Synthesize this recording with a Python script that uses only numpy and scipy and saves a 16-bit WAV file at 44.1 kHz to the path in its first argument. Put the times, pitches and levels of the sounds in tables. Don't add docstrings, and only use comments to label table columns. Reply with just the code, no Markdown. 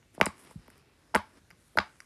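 import sys
import numpy as np
from scipy import signal
from scipy.io import wavfile

SR = 44100
rng = np.random.default_rng(int(sys.argv[2]) if len(sys.argv) > 2 else 0)


def magnitude_from_level(level_db):
    exponent = np.asarray(level_db, float) / 20
    return 10 ** exponent


def digitize_waveform(pressure):
    field = np.atleast_2d(pressure).T
    bounded = np.clip(field, -1, 1)
    quanta = np.round(bounded * 32767).astype(np.int16)
    wavfile.write(sys.argv[1], SR, quanta)


N = 90404

# frequency in Hz, level in dB per Hz.
ROOM_TONE_SPECTRUM = [(29, -26.5), (50, 3.5), (783, -16.5), (863, -23.5), (1700, -16.5), (2010, -19.5),
                      (8540, -27.5), (16000, -36.5)]
ROOM_TONE_DB, ROOM_TONE_PATCHY_DB = -64.5, -2.5

# start in seconds, snap level in dB, dome pitch in Hz, swell in cycles, level
# of the sheet, carpet and floor below in dB.
DOME_POPS = [(0.0278, -51, 1970, 0.67, -63.5), (0.2124, -2, 2049, 0.875, -8.5),
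             (0.2647, -18, 2000, 1.034, -21.5), (0.51, -50, 1700, 0.49, -45.5),
             (0.6803, -46.5, 2000, 0.93, -46.5), (0.702, -46.5, 1847, 1.31, -72),
             (1.1472, -13.5, 1635, 0.853, -24.5), (1.1515, -8, 1457, 0.794, -13.5),
             (1.1597, -7.5, 1566, 0.673, -17.5), (1.5051, -41, 2000, 1.077, -57.5),
             (1.5108, -40, 1856, 0.897, -59), (1.518, -60.5, 1896, 1.1, -72),
             (1.7734, -10.5, 1400, 1.335, -15.5), (1.786, -4.5, 1639, 0.857, -19.5),
             (2.0035, -34, 1836, 1.134, -71.5)]
# pitch in Hz, level in dB, swell time in seconds, lag in seconds.
UNDER_DOME = [
    (929, 0.5, 0.0011, 0.0008343),
    (604, -4, 0.0011, 0.0022),
    (336.4, -9, 0.0022, .003),
]
SNAP_SAG = 0.033
BOUNCE_S, BOUNCE_DB = 0.0013519, -13.5
CRACK_DB, CRACK_HZ, CRACK_WIDTH_HZ = 8.5, 2000, 3500

# time in seconds, level in dB, brightness in dB.
SLIDE_MOVES = [(0.12, -81.5, 9), (.15, -59, 11.5), (.17, -64, 0), (.34, -62.5, 2), (.4, -57.5, 10.5),
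               (0.459, -55, 3), (0.524, -59, 4), (.56, -70.5, 6.5), (.63, -63, -3), (.79, -62, 0),
               (.83, -71, -5.5), (1.33, -65.5, 3), (1.38, -56, -3), (1.41, -81, 10), (1.56, -78, 11),
               (1.62, -74.5, 16.5), (1.9, -63, 0.5), (2.05, -70, 10)]
# pitch in Hz, width in Hz, level in dB.
DULL_RUBBER = [(250, 200, 1), (1000, 550, -4), (1667, 1700, -0.5), (5200, 1000, -7)]
# pitch in Hz, width in Hz, level in dB.
BRIGHT_RUBBER = [(8012, 7500, -9), (10640, 3100, -5)]
SLIPS_PER_S, SLIP_SPREAD_DB, SLIP_PATCHY_DB = 3600, 3.5, 1.5

# start in seconds, level in dB,
# pitch in Hz, swell in cycles, pitch sag as a share.
PATS = [(0.1792, -32.5, 923, 1.16, 0.52), (.2018, -21.5, 832, 0.77, 0.145),
        (0.557, -33, 179.2, 0.83, 0.092), (.575, -45, 160, 0.61, 0.14), (.593, -46.5, 147, 0.446, 0.088),
        (1.1418, -23, 1000, 1.168, 0.091), (1.527, -53.5, 179, 0.78, 0.128),
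        (1.7549, -38, 710, 1.404, 0.398), (0.217, -21.5, 240, 0.762, 0.103),
        (0.268, -28.5, 237.4, 0.968, 0.134), (.684, -53.5, 250, 1.28, 0.0414),
        (1.1554, -25, 220.8, 1.43, .01), (1.777, -19.5, 422.7, 0.585, 0.12),
        (1.791, -32.5, 226.8, 1.197, 0.0333)]
FLOOR_HZ, FLOOR_DB, FLOOR_S, FLOOR_LAG_S = 71.156, -13, 0.0071, 0.0085
SETTLE_DB, SETTLE_SHARE = -9, 0.4

# start in seconds, level in dB,
# fall time in seconds, pitch in Hz, width as a share of pitch.
SKIN_PEELS = [(.2008, -52.5, .0012, 9500, .5), (0.2124, -29.5, 0.00189, 10060, 0.58),
              (.2582, -21, 0.000845, 9110, 0.233), (0.2637, -32.5, 0.0014, 9540, 0.11),
              (.5095, -50.5, 0.001308, 8530, 0.498), (.68, -55, .001, 10740, 0.33),
              (0.7017, -53.5, 0.00204, 9770, 1), (.779, -58.5, .002, 10580, 0.79),
              (1.1456, -44.5, .002, 11500, .3), (1.152, -22, 0.000925, 10000, 0.33),
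              (1.159, -31, 0.0013, 8660, 0.58), (1.5035, -51, .001, 10780, .4),
              (1.7716, -43, 0.006, 11840, 0.41), (2.0039, -44.5, 0.0009, 9520, 0.505),
              (0.263, -31, 0.0023, 4600, .15), (1.1473, -25.5, 0.00163, 5000, 0.1364),
              (1.1476, -22, 0.001126, 3521, 0.195), (1.505, -56, 0.00124, 5200, 0.2144),
              (1.5107, -55.5, .002, 5060, 0.23), (1.7737, -28.5, 0.0016, 4640, 0.193),
              (1.7862, -21.5, 0.00203, 3426, 0.37), (1.7863, -21.5, 0.00077, 5200, 0.137),
              (2.0035, -40.5, 0.00103, 5200, 0.122), (0.2124, -30, .002, 5300, .4)]
PEEL_CLICK = 3.5

# frequency in Hz, level in dB, time to fall 60 dB in seconds.
ROOM_TAIL = [(70, -29, 0.19), (205, -22.5, .14), (407.93, -35.5, 0.17), (750, -23.5, .22),
             (1300, -32.5, 0.25), (2500, -26, .23), (5000, -26, .23), (12000, -29.5, 0.16)]
FIRST_WALL_S, FIRST_WALL_DB, FIRST_WALL_SMEAR_S = 0.0138, 0, 0.004
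CARPET_SCATTER_S, CARPET_SCATTER_DB = 0.005, 13.5
ROOM_RING_HZ, ROOM_RING_WIDTH_HZ, ROOM_RING_DB = 1135, 120, 8
WALL_RING_DB, WALL_RING_S, FLUTTER_S, FLUTTER_LOSS_DB = -9, 0.0027, 0.0081, 4.5

MIC_LOW_HZ, MIC_HIGH_HZ, MIC_STOP_HZ = 52, 12800, 16500


def rms_one(x):
    return x / np.sqrt(np.mean(x ** 2) + 1e-20)


def at_hz(rows, hz, column=1):
    rows = np.array(rows)
    return np.interp(np.log(hz), np.log(rows[:, 0]), rows[:, column])


def drift(rate):
    return np.interp(np.arange(N) * rate / SR, np.arange(200), rng.standard_normal(200))


def third_octaves(white):
    edges = 22 * 2 ** np.arange(0, 9.7, 1 / 3)
    for k, (low, high) in enumerate(zip(edges, edges[1:])):
        band = signal.butter(2, [low, high], "band", fs=SR, output="sos")
        yield np.sqrt(low * high), signal.sosfilt(band, white[k % 2])


def resonance(x, hz, width_hz):
    r = np.exp(-np.pi * width_hz / SR)
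    poles = [1, -2 * r * np.cos(2 * np.pi * hz / SR), r * r]
    return signal.lfilter([(1 - r * r) / 2, 0, (r * r - 1) / 2], poles, x)


def double_resonance(x, hz, width_hz, second_width_hz):
    return resonance(resonance(x, hz, width_hz), hz, second_width_hz)


def add(out, s, db, shape):
    i = int(round(s * SR))
    out[i:i + len(shape)] += magnitude_from_level(db) * shape


def swing(hz, tau_s, sag=0, order=2):
    u = np.arange(int(0.15 * SR)) / SR / tau_s
    sag = max(sag, 1e-3)
    swell = (u * np.exp(1 - u)) ** order
    return swell * np.sin(2 * np.pi * hz * tau_s * np.log1p(sag * u) / sag)


def room_tone():
    tone = 0
    for hz, band in third_octaves(rng.standard_normal((2, N + SR))):
        level_db = at_hz(ROOM_TONE_SPECTRUM, hz) + ROOM_TONE_PATCHY_DB * drift(9)
        tone = tone + magnitude_from_level(level_db) * band[SR:]
    return magnitude_from_level(ROOM_TONE_DB) * rms_one(tone)


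def pops():
    out, crack = np.zeros((2, N + SR))
    chances = rng.standard_normal((len(DOME_POPS), 8))
    for (s, snap_db, hz, cycles, body_db), chance in zip(DOME_POPS, chances):
        snap = swing(hz * (1 + SNAP_SAG), cycles / hz, SNAP_SAG, order=3)
        add(out, s, snap_db, snap)
        add(out, s + BOUNCE_S, snap_db + BOUNCE_DB, snap)
        add(crack, s, snap_db + CRACK_DB, np.ones(1))
        for k, (mode_hz, db, tau_s, lag_s) in enumerate(UNDER_DOME):
            body = swing(mode_hz * (1 + 0.02 * chance[k + 4]), tau_s)
            add(out, s + lag_s, body_db + db + 1.5 * chance[k], body)
    crack = double_resonance(crack[:N] + 1e-18, CRACK_HZ, CRACK_WIDTH_HZ, CRACK_WIDTH_HZ)
    return out[:N], crack


def rubber(slips, rows):
    out = 0
    for k, (hz, width_hz, db) in enumerate(rows):
        ring = rms_one(double_resonance(slips, hz, width_hz, 2 * width_hz))
        out = out + magnitude_from_level(db + SLIP_PATCHY_DB * drift(34)) * ring * (-1) ** k
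    return out


def slide():
    s, db, bright_db = np.transpose(SLIDE_MOVES)
    t = np.arange(N) / SR
    happens = rng.random(N) < SLIPS_PER_S / SR
    strength = magnitude_from_level(SLIP_SPREAD_DB * np.minimum(rng.exponential(1, N), 4))
    slips = happens * strength * rng.choice([-1, 1], N)
    dull = rubber(slips, DULL_RUBBER)
    bright = rubber(slips, BRIGHT_RUBBER)
    return magnitude_from_level(np.interp(t, s, db) - 7.5) * (dull + magnitude_from_level(np.interp(t, s, bright_db)) * bright)


def touches():
    out = np.zeros(N + SR)
    for s, db, hz, cycles, sag in PATS:
        tau_s = cycles / hz
        add(out, s, db, -swing(hz, tau_s, sag))
        settle = swing(SETTLE_SHARE * hz, tau_s / SETTLE_SHARE, sag)
        add(out, s + tau_s * 2, db + SETTLE_DB, hz / 800 * settle)
        add(out, s + FLOOR_LAG_S, db + FLOOR_DB, 200 / hz * swing(FLOOR_HZ, FLOOR_S))
    return out[:N]


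def peels():
    out, t = np.zeros(N + SR), np.arange(1000) / SR
    noises = rng.standard_normal((len(SKIN_PEELS), 1000))
    for (s, db, fall_s, hz, width), noise in zip(SKIN_PEELS, noises):
        noise = noise + PEEL_CLICK * (t == 0)
        crackle = rms_one(double_resonance(noise, hz, width * hz, width * hz * 2))
        add(out, s, db, crackle * np.exp(-t / fall_s))
    return out[:N]


def room(x, crack):
    t = np.arange(SR // 2) / SR
    tail = 0
    for hz, band in third_octaves(rng.standard_normal((2, len(t)))):
        fall_db = 60 * t / at_hz(ROOM_TAIL, hz, column=2)
        tail = tail + magnitude_from_level(at_hz(ROOM_TAIL, hz) - fall_db) * band
    late = np.clip(t - FIRST_WALL_S, 0, None)
    walls = (t >= FIRST_WALL_S) * (1 + magnitude_from_level(FIRST_WALL_DB) * np.exp(-late / FIRST_WALL_SMEAR_S))
    far = tail * walls
    far = far + magnitude_from_level(ROOM_RING_DB) * resonance(far, ROOM_RING_HZ, ROOM_RING_WIDTH_HZ)
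    near = tail * magnitude_from_level(CARPET_SCATTER_DB) * np.exp(-t / CARPET_SCATTER_S)
    flutter = np.zeros(len(t))
    for k in range(4):
        ring = swing(ROOM_RING_HZ / (1 + 0.052 * (k % 2)), WALL_RING_S)
        add(flutter, FIRST_WALL_S + k * FLUTTER_S, WALL_RING_DB - k * FLUTTER_LOSS_DB, ring)
    wet = signal.fftconvolve(x + crack, far) + signal.fftconvolve(x, near)
    wet = wet + signal.fftconvolve(crack, flutter)
    return magnitude_from_level(-14.5) * wet[:N]


def scene():
    snaps, crack = pops()
    hand = snaps + peels() + touches()
    return (hand + room(hand, crack) + slide() + room_tone())[None, :]


def band_limit(x):
    return signal.sosfilt(signal.butter(12, 16410, fs=SR, output="sos"), x)


def record(dry):
    x = signal.sosfilt(signal.cheby2(10, 60, MIC_STOP_HZ, fs=SR, output="sos"), dry)
    x = signal.sosfilt(signal.butter(2, MIC_LOW_HZ, "high", fs=SR, output="sos"), x)
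    x = signal.sosfilt(signal.butter(4, MIC_HIGH_HZ, fs=SR, output="sos"), x)
    return band_limit(x)


dry = scene()
out = record(dry)
digitize_waveform(out)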